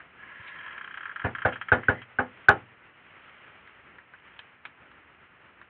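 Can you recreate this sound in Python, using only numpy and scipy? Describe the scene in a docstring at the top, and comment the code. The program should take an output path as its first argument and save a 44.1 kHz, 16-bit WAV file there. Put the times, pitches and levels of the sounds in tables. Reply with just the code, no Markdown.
"""Soft night hiss and a faint tick on a small porch; then a storm door is pulled open, and its closer
scrapes and creaks as steady sliding friction parts into stick-slip. A fist knocks six times on the
panelled door behind it, exciting its modes; the last blow overloads the microphone. Hiss, rustling
clothes and a few ticks of the held door remain, all through a dull, narrow-band recorder."""
import sys
import numpy as np
from scipy import signal
from scipy.io import wavfile
from scipy.ndimage import uniform_filter1d

SR = 44100
rng = np.random.default_rng(int(sys.argv[2]) if len(sys.argv) > 2 else 0)


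def bounce(signal):
    """Save signal as a 16-bit WAV file at the path given by the first command-line argument."""
    frames = np.transpose(np.atleast_2d(signal))
    limited = np.clip(frames, -1, 1)
    pcm = np.round(limited * 32767).astype(np.int16)
    wavfile.write(sys.argv[1], SR, pcm)


N = 250929
T = np.arange(SR) / SR  # time within one short sound, s
SCENE_T = np.arange(N) / SR

# modes of the storm door's frame: frequency_hz, level_db, t60_s
FRAME_MODES = [(1086, 5, 0.055), (1290, 8, .045), (1388, 3, 0.1), (1554, -15.5, 0.065), (1683, -14, 0.026),
               (1713, 4.5, 0.06), (2050, -4.5, 0.019)]
# spectrum of bright metal contact: frequency_hz, gain_db
PING_SPECTRUM = [(100, -29), (1400, 3.5), (2300, 9.5), (2700, 7), (3100, 2.5), (3700, -1.5), (4400, -25)]


def amp(db):
    """Decibels to amplitude ratio."""
    return 10 ** (np.asarray(db) / 20)


def unit_rms(x):
    """Normalises the power of a steady sound."""
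    return x / np.sqrt(np.mean(x ** 2) + 1e-20)


def pulse(x):
    """Normalises a transient to the energy of 20 ms at rms 1."""
    return x / np.sqrt(np.sum(x ** 2) / (SR / 50))


def curve_at(points, hz):
    """Interpolates on a log-frequency axis."""
    frequencies, values = np.transpose(points)
    return np.interp(np.log(hz + 1), np.log(frequencies + 1), values)


def colour(x, spectrum):
    """Minimum-phase filter with the given magnitude spectrum."""
    log_gain = np.log(amp(curve_at(spectrum, abs(np.fft.fftfreq(4096, 1 / SR)))))
    taps = np.fft.ifft(np.exp(np.conj(signal.hilbert(log_gain)))).real
    return signal.oaconvolve(x, taps[:len(taps) // 2])[:len(x)]


def lowpass(x, hz):
    """Steep zero-phase low-pass."""
    return signal.oaconvolve(x, signal.firwin(401, hz, window=("kaiser", 9), fs=SR), "same")


def add(mix, start_s, sound):
    """Superposes a sound on the mix."""
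    part = mix[max(round(start_s * SR), 0):][:len(sound)]
    part += sound[:len(part)]


def decay(t60_s):
    """Exponential damping: 60 dB down after t60_s."""
    return np.exp(-np.log(1000) * T / t60_s)


def mode(hz, t60_s):
    """Free vibration of one damped oscillator."""
    return decay(t60_s) * np.sin(2 * np.pi * hz * T)


def ring(modes):
    """Modal superposition; neighbours start in opposite phase."""
    return sum((-1) ** k * amp(db) * mode(hz, t60_s) for k, (hz, db, t60_s) in enumerate(modes))


def gate(start_s, end_s, attack_s, release_s):
    """Trapezoidal envelope."""
    return np.clip(np.minimum((SCENE_T - start_s) / attack_s, (end_s - SCENE_T) / release_s), 0, 1)


def air(level_db=-54.5, drift_db_per_s=-0.49, waver_db=1.53):
    """Outdoor hiss: broadband noise under slight random amplitude modulation."""
    # hiss spectrum: frequency_hz, gain_db
    spectrum = [(18, -39), (30, -16.5), (70, -0.5), (214, -2.5), (251, -3.5), (348, -3.5), (369, -3),
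                (401, -4), (735, -5.5), (797, -5.5), (1200, -1.5), (1300, 1), (2020, -1), (2970, -7.5),
                (3790, -27), (4930, -46.5), (8340, -120)]
    waver = unit_rms(uniform_filter1d(rng.standard_normal(N), size=3000))
    envelope = amp(level_db + drift_db_per_s * SCENE_T + waver_db * waver)
    return envelope * unit_rms(colour(rng.standard_normal(N), spectrum))


def click(t60_s, crack_db):
    """Impulse response: a direct crack and a short scatter of reflections."""
    scatter = rng.standard_normal(SR) * decay(t60_s)
    return pulse(scatter) + amp(crack_db) * pulse(signal.unit_impulse(SR))


def ticks():
    """Light impacts in the held door: dry clicks, each with one quickly damped metal mode."""
    # ticks, levels relative: start_s, body_db, treble_db, ring_hz, ring_db
    impacts = [(0.004, -40, -70, 1560, -54.5), (3.675, -44, -64.5, 2070, -55),
               (3.985, -39.5, -68, 1740, -57), (4.137, -38, -80, 1640, -57.5),
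               (4.392, -36.5, -46, 3100, -47.5), (4.653, -32.5, -42, 2200, -47),
               (4.916, -55, -61.5, 1628, -61), (5.615, -43, -63.5, 1640, -55.5)]
    # spectrum of a tick's body: frequency_hz, gain_db
    tap_spectrum = [(100, -23), (600, -9), (1000, 5), (1300, 7), (1750, 18), (2200, 7), (4400, -58.5)]
    out = np.zeros(N)
    for start_s, body_db, treble_db, ring_hz, ring_db in impacts:
        tick = click(t60_s=0.075, crack_db=-8)
        add(out, start_s, amp(body_db - 10) * pulse(colour(tick, tap_spectrum)))
        add(out, start_s, amp(treble_db - 1) * pulse(colour(tick, PING_SPECTRUM)))
        add(out, start_s, amp(ring_db) * pulse(mode(ring_hz, t60_s=0.018)))
    return out


def scrape(start_s=0.16, growth_db_per_s=13, slips_per_s=220, grain_share=0.38):
    """Sliding friction: tiny slips merge into a growing hiss that drives resonances of frame and rod."""
    # friction spectrum: frequency_hz, gain_db
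    rub_spectrum = [(350, -40.5), (600, -11.5), (716, -41), (953, -5), (1530, -6), (1670, 6), (1840, -2.5),
                    (2700, -10.5), (3170, -13.5), (3510, -36), (3790, -41), (4930, -78.5), (8340, -120)]
    envelope = amp(-50.5 + growth_db_per_s * (SCENE_T - start_s))
    envelope *= gate(start_s, end_s=0.83, attack_s=0.044, release_s=0.12)
    catches = (rng.random(N) < slips_per_s / SR) * rng.uniform(0.5, 1, N)
    grains = unit_rms(signal.oaconvolve(catches, decay(0.019))[:N] * rng.standard_normal(N))
    friction = envelope * unit_rms(grain_share * grains + (1 - grain_share) * rng.standard_normal(N))
    hiss = unit_rms(colour(friction, rub_spectrum))
    frame = unit_rms(signal.oaconvolve(friction, ring(FRAME_MODES))[:N])
    squeal = unit_rms(signal.oaconvolve(friction, mode(hz=1690, t60_s=0.09))[:N])
    return np.std(friction) * (amp(-2) * hiss + amp(-9) * frame + amp(-8) * squeal)


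def rod(ease_s=0.076):
    """The rod slides out of the closer: narrow-band noise gives a thin, pitched hiss."""
    # strokes of the rod: start_s, end_s, level_db
    strokes = [(0.247, 0.626, -53), (0.62, 1.495, -66.5), (1.724, 2.07, -50)]
    # sliding spectrum: frequency_hz, gain_db
    spectrum = [(100, -50.5), (1500, -23), (1850, -1), (2030, 1.5), (2250, -16), (3200, -16), (3700, -38),
                (4400, -44)]
    envelope = sum(amp(db) * gate(start_s, end_s, ease_s, ease_s) for start_s, end_s, db in strokes)
    return envelope * unit_rms(colour(rng.standard_normal(N), spectrum))


def thump(start_hz=180, end_hz=93, settle_s=0.0049, push_s=0.025):
    """Forced, then free vibration: a shoved door leaf falls in pitch as it yields, then sways."""
    # modes of the whole leaf in its frame: frequency_hz, level_db, t60_s
    leaf_modes = [(66, -25.5, 0.25), (84, -22.5, 0.3), (98.4, -19, 0.43), (119.3, -17.5, 0.5),
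                  (132, -26, 0.41)]
    push = np.sin(np.pi * np.minimum(T / push_s, 1) ** 0.72)
    settled = 1 - np.exp(-T / settle_s)
    cycles = end_hz * T + (start_hz - end_hz) * settle_s * settled
    sway = sum(amp(db) * mode(hz, t60_s) for hz, db, t60_s in leaf_modes)
    return pulse(push * np.sin(2 * np.pi * cycles) - amp(1) * sway * settled)


def nudge(start_s=0.394, level_db=-54):
    """A soft, low bump sounds early in the scrape."""
    out = np.zeros(N)
    add(out, start_s, amp(level_db) * thump())
    return out


def rasp(peak_s=0.484):
    """A bright burst of friction noise in mid-scrape: a sharp peak on a wider skirt."""
    away_s = abs(SCENE_T - peak_s)
    envelope = amp(-45) * np.exp(-away_s / 0.009) + amp(-54) * np.exp(-away_s / 0.074)
    return envelope * unit_rms(colour(rng.standard_normal(N), PING_SPECTRUM))


def slips(pull_peak_s=1.17, pull_fall_db_per_s2=23, scatter_db=2.5):
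    """Stick-slip in the closer: each run has its own rate, and its strength follows the pull."""
    # runs, levels relative: first_s, last_s, slip_count, body_db, treble_db, jitter_share
    runs = [(0.557, 0.737, 8, -43, -52, 0.13), (0.779, 0.974, 7, -33.5, -47.5, 0.009),
            (1.007, 1.055, 3, -31, -49, .02), (1.076, 1.114, 3, -36, -62.5, 0.018),
            (1.350, 1.558, 7, -27.5, -45.5, .01)]
    # single jerks when the door barely moves, levels relative: start_s, body_db, treble_db
    jerks = [(1.1602, -27.5, -46), (1.1963, -29, -47.5), (1.2182, -32, -51.5), (1.2408, -31.5, -50),
             (1.531, -40, -40), (1.6138, -28, -39.5), (1.6852, -26, -41), (1.783, -32.5, -63),
             (1.834, -34.5, -48.5), (2.018, -43, -46)]
    rows = []
    for first_s, last_s, count, body_db, treble_db, jitter_share in runs:
        times, gap_s = np.linspace(first_s, last_s, count, retstep=True)
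        lateness, scatter = rng.standard_normal((count, 2)).T
        pull_db = -pull_fall_db_per_s2 * (times - pull_peak_s) ** 2
        force_db = pull_db - pull_db.mean() + scatter_db * scatter
        rows += zip(times + jitter_share * gap_s * lateness, body_db + force_db, treble_db + force_db)
    return rows + jerks


def creak(variation=0.16, ring_gain=0.33):
    """Impulse excitation: every slip rings the frame's modes nearly alike; the bright snap varies."""
    # spectrum of a slip's body: frequency_hz, gain_db
    clack_spectrum = [(100, -41), (650, -22), (1000, -0.5), (1650, 12), (2100, 0.5), (2600, -21.5),
                      (3600, -32), (4400, -49)]
    # spectrum of its snap: frequency_hz, gain_db
    snap_spectrum = [(100, -51.5), (1500, 6.5), (2300, 6), (2750, -0.5), (3250, 7), (3500, -25.5),
                     (3800, -15.5), (4400, -48)]
    out = np.zeros(N)
    common = click(t60_s=0.089, crack_db=-2)
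    frame = sum(amp(db) * mode(hz, t60_s) for hz, db, t60_s in FRAME_MODES)
    metal = pulse(colour(frame, clack_spectrum))
    for start_s, body_db, treble_db in slips():
        fresh = click(t60_s=0.073, crack_db=-7)
        clack = pulse(colour(common + variation * fresh, clack_spectrum))
        body = pulse(clack + ring_gain * metal)
        snap = pulse(colour(fresh, snap_spectrum))
        add(out, start_s, amp(body_db - 8) * body + amp(treble_db) * snap)
    return out


def rustle(grain_db=2.5):
    """Cloth friction: grainy noise swells and fades as the visitor moves."""
    # movements: peak_s, half_width_s, level_db
    swells = [(1.2, 0.68, -54), (2.422, 0.2, -56.5), (3.3, 0.36, -55.5), (3.7, 0.13, -62.5),
              (4.33, 0.17, -56)]
    # cloth spectrum: frequency_hz, gain_db
    spectrum = [(60, -15.5), (300, -9), (800, -7), (1300, 0.5), (2100, 1.5), (3200, -5.5), (3600, -20.5),
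                (4400, -36)]
    grain = unit_rms(uniform_filter1d(rng.standard_normal(N), size=300))
    envelope = sum(amp(db) * np.exp(-((SCENE_T - s) / width_s) ** 2) for s, width_s, db in swells)
    return envelope * unit_rms(colour(amp(grain_db * grain) * rng.standard_normal(N), spectrum))


def rap(hz=1535, swell_s=0.0016, echo_gain=0.64, skin_rise_s=0.017):
    """Knuckle impact: a hard note, reflected by the open storm door, while the door's skin rings on."""
    # high modes of the skin: frequency_hz, level_db, t60_s
    skin_modes = [(1504, 2.5, 0.029), (1434, 1.5, 0.1), (1670, -18, 0.13), (1708, 7.5, 0.057),
                  (2390, -30, 0.14), (3000, -23, 0.15)]
    note = T / swell_s * np.exp(-T / swell_s) * np.sin(2 * np.pi * hz * T)
    echoed = note.copy()
    add(echoed, 6 / hz, echo_gain * note)  # six periods late, so in phase
    skin = ring(skin_modes) * (1 - np.exp(-(T / skin_rise_s) ** 2))
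    return pulse(pulse(echoed) + amp(-8) * pulse(skin))


def panel(tilt_db_per_octave, strong_hz, weak_hz, contrast_db, mute_share=0.76, width_octaves=0.31):
    """Mode shapes: the struck spot lies on an antinode of some modes and on a node of others."""
    # modes of the panelled door: frequency_hz, level_db, t60_s
    door_modes = [(251.5, -6, 0.21), (308, -5.5, 0.05), (411.3, -1.5, 0.15), (504.5, 0.5, 0.2),
                  (567, -2.5, 0.14), (637.7, -0.5, 0.13), (725, -2, 0.16), (799, 4, 0.14),
                  (837.5, -4.5, .14), (871, -6, 0.17), (1076, -6, 0.11), (1090, -2.5, 0.1),
                  (1222, 1, 0.097), (1305, -6.5, 0.16)]
    hz, db, t60_s = np.transpose(door_modes)
    strong, weak = (np.exp(-(np.log2(hz / f) / width_octaves) ** 2) for f in (strong_hz, weak_hz))
    tilt_db = tilt_db_per_octave * np.log2(hz / hz[0])
    spot_db = contrast_db * (strong - mute_share * weak)
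    return ring(zip(hz, db + tilt_db + spot_db, t60_s))


def reflections():
    """Reverberation between door, siding and roof; the treble is absorbed first."""
    # reverberation time of the porch: frequency_hz, t60_s
    porch_t60 = [(150, .3), (600, 0.19), (1500, 0.17), (3500, 0.1)]
    hz, t, spectra = signal.stft(rng.standard_normal(SR), SR, nperseg=256)
    damping = np.exp(-np.log(1000) * t / curve_at(porch_t60, hz)[:, None])
    return signal.istft(spectra * damping, SR, nperseg=256)[1][:SR]


def hand_padding(x, cutoff_hz=3000):
    """A compliant contact is a low-pass: flesh rounds the edge of every blow."""
    return signal.sosfiltfilt(signal.butter(3, cutoff_hz, fs=SR, output="sos"), x)


def knocks(panel_rise_s=0.0042, rattle_rise_s=0.005):
    """Each impact excites leaf, panel and skin and rattles the frame; the hardest jingle the latch."""
    # blows, levels relative: start_s, thump_db, panel_db, rap_db, rattle_db,
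    # then the struck spot: tilt_db_per_octave, strong_hz, weak_hz, contrast_db
    blows = [(1.2440, -28, -32.5, -38.5, -34.5, -12, 725, 410, 9),
             (1.4500, -28.5, -22, -21.5, -32.5, 2, 597, 330, 10),
             (1.7180, -25.5, -21, -13.5, -29, -0.5, 593, 670, 1),
             (1.884, -26.5, -25.5, -16, -32.5, -5.5, 400, 720, 0.5),
             (2.1867, -36, -24, -21.5, -36.5, 1.5, 252, 660, 8),
             (2.4852, -27.5, -15.5, -9, -28, 6.5, 400, 540, 9)]
    door, loose_parts = np.zeros(N), np.zeros(N)
    shove, knuckles = thump(), rap()
    shaken = 1 - np.exp(-T / rattle_rise_s)
    top_rattle_db = max(row[4] for row in blows)
    for start_s, thump_db, panel_db, rap_db, rattle_db, *spot in blows:
        wood = pulse(panel(*spot) * (1 - np.exp(-T / panel_rise_s)))
        add(door, start_s, amp(thump_db) * shove + amp(panel_db) * wood + amp(rap_db - 1) * knuckles)
        jingle_db = -8 + 0.91 * (rattle_db - top_rattle_db)
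        add(loose_parts, start_s, amp(rattle_db) * rattle(shaken, jingle_db))
    return hand_padding(door) + loose_parts


def rattle(onset, jingle_db):
    """Loose contacts chatter: door and frame clatter while the latch jingles."""
    # clatter spectrum: frequency_hz, gain_db
    spectrum = [(60, -17.5), (200, 1), (700, 4.5), (950, 3), (1300, 1.5), (1700, 7.5), (2000, -1.5),
                (2400, -4), (3100, -12.5), (3700, -29), (4400, -41)]
    clatter = pulse(colour(reflections() * onset, spectrum))
    jingle = pulse(colour(rng.standard_normal(SR) * decay(0.13) * onset, PING_SPECTRUM))
    return amp(8) * clatter + amp(jingle_db) * jingle


def scene():
    """Superposition of all sources at one microphone."""
    return (knocks() + creak() + scrape() + rasp() + rod() + nudge() + ticks() + rustle() + air())[None]


def record(dry, headroom=1.25, ceiling=0.69, low_hz=45, high_hz=4350):
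    """Saturation rounds loud peaks, the band is narrowed, and the highest crests clip."""
    rounded = headroom * np.tanh(dry[0] / headroom)
    thinned = signal.sosfilt(signal.butter(3, low_hz, "highpass", fs=SR, output="sos"), rounded)
    clipped = np.clip(lowpass(thinned, high_hz), -ceiling, ceiling)
    return lowpass(clipped, hz=15500)[None]


dry = scene()
out = record(dry)
bounce(out)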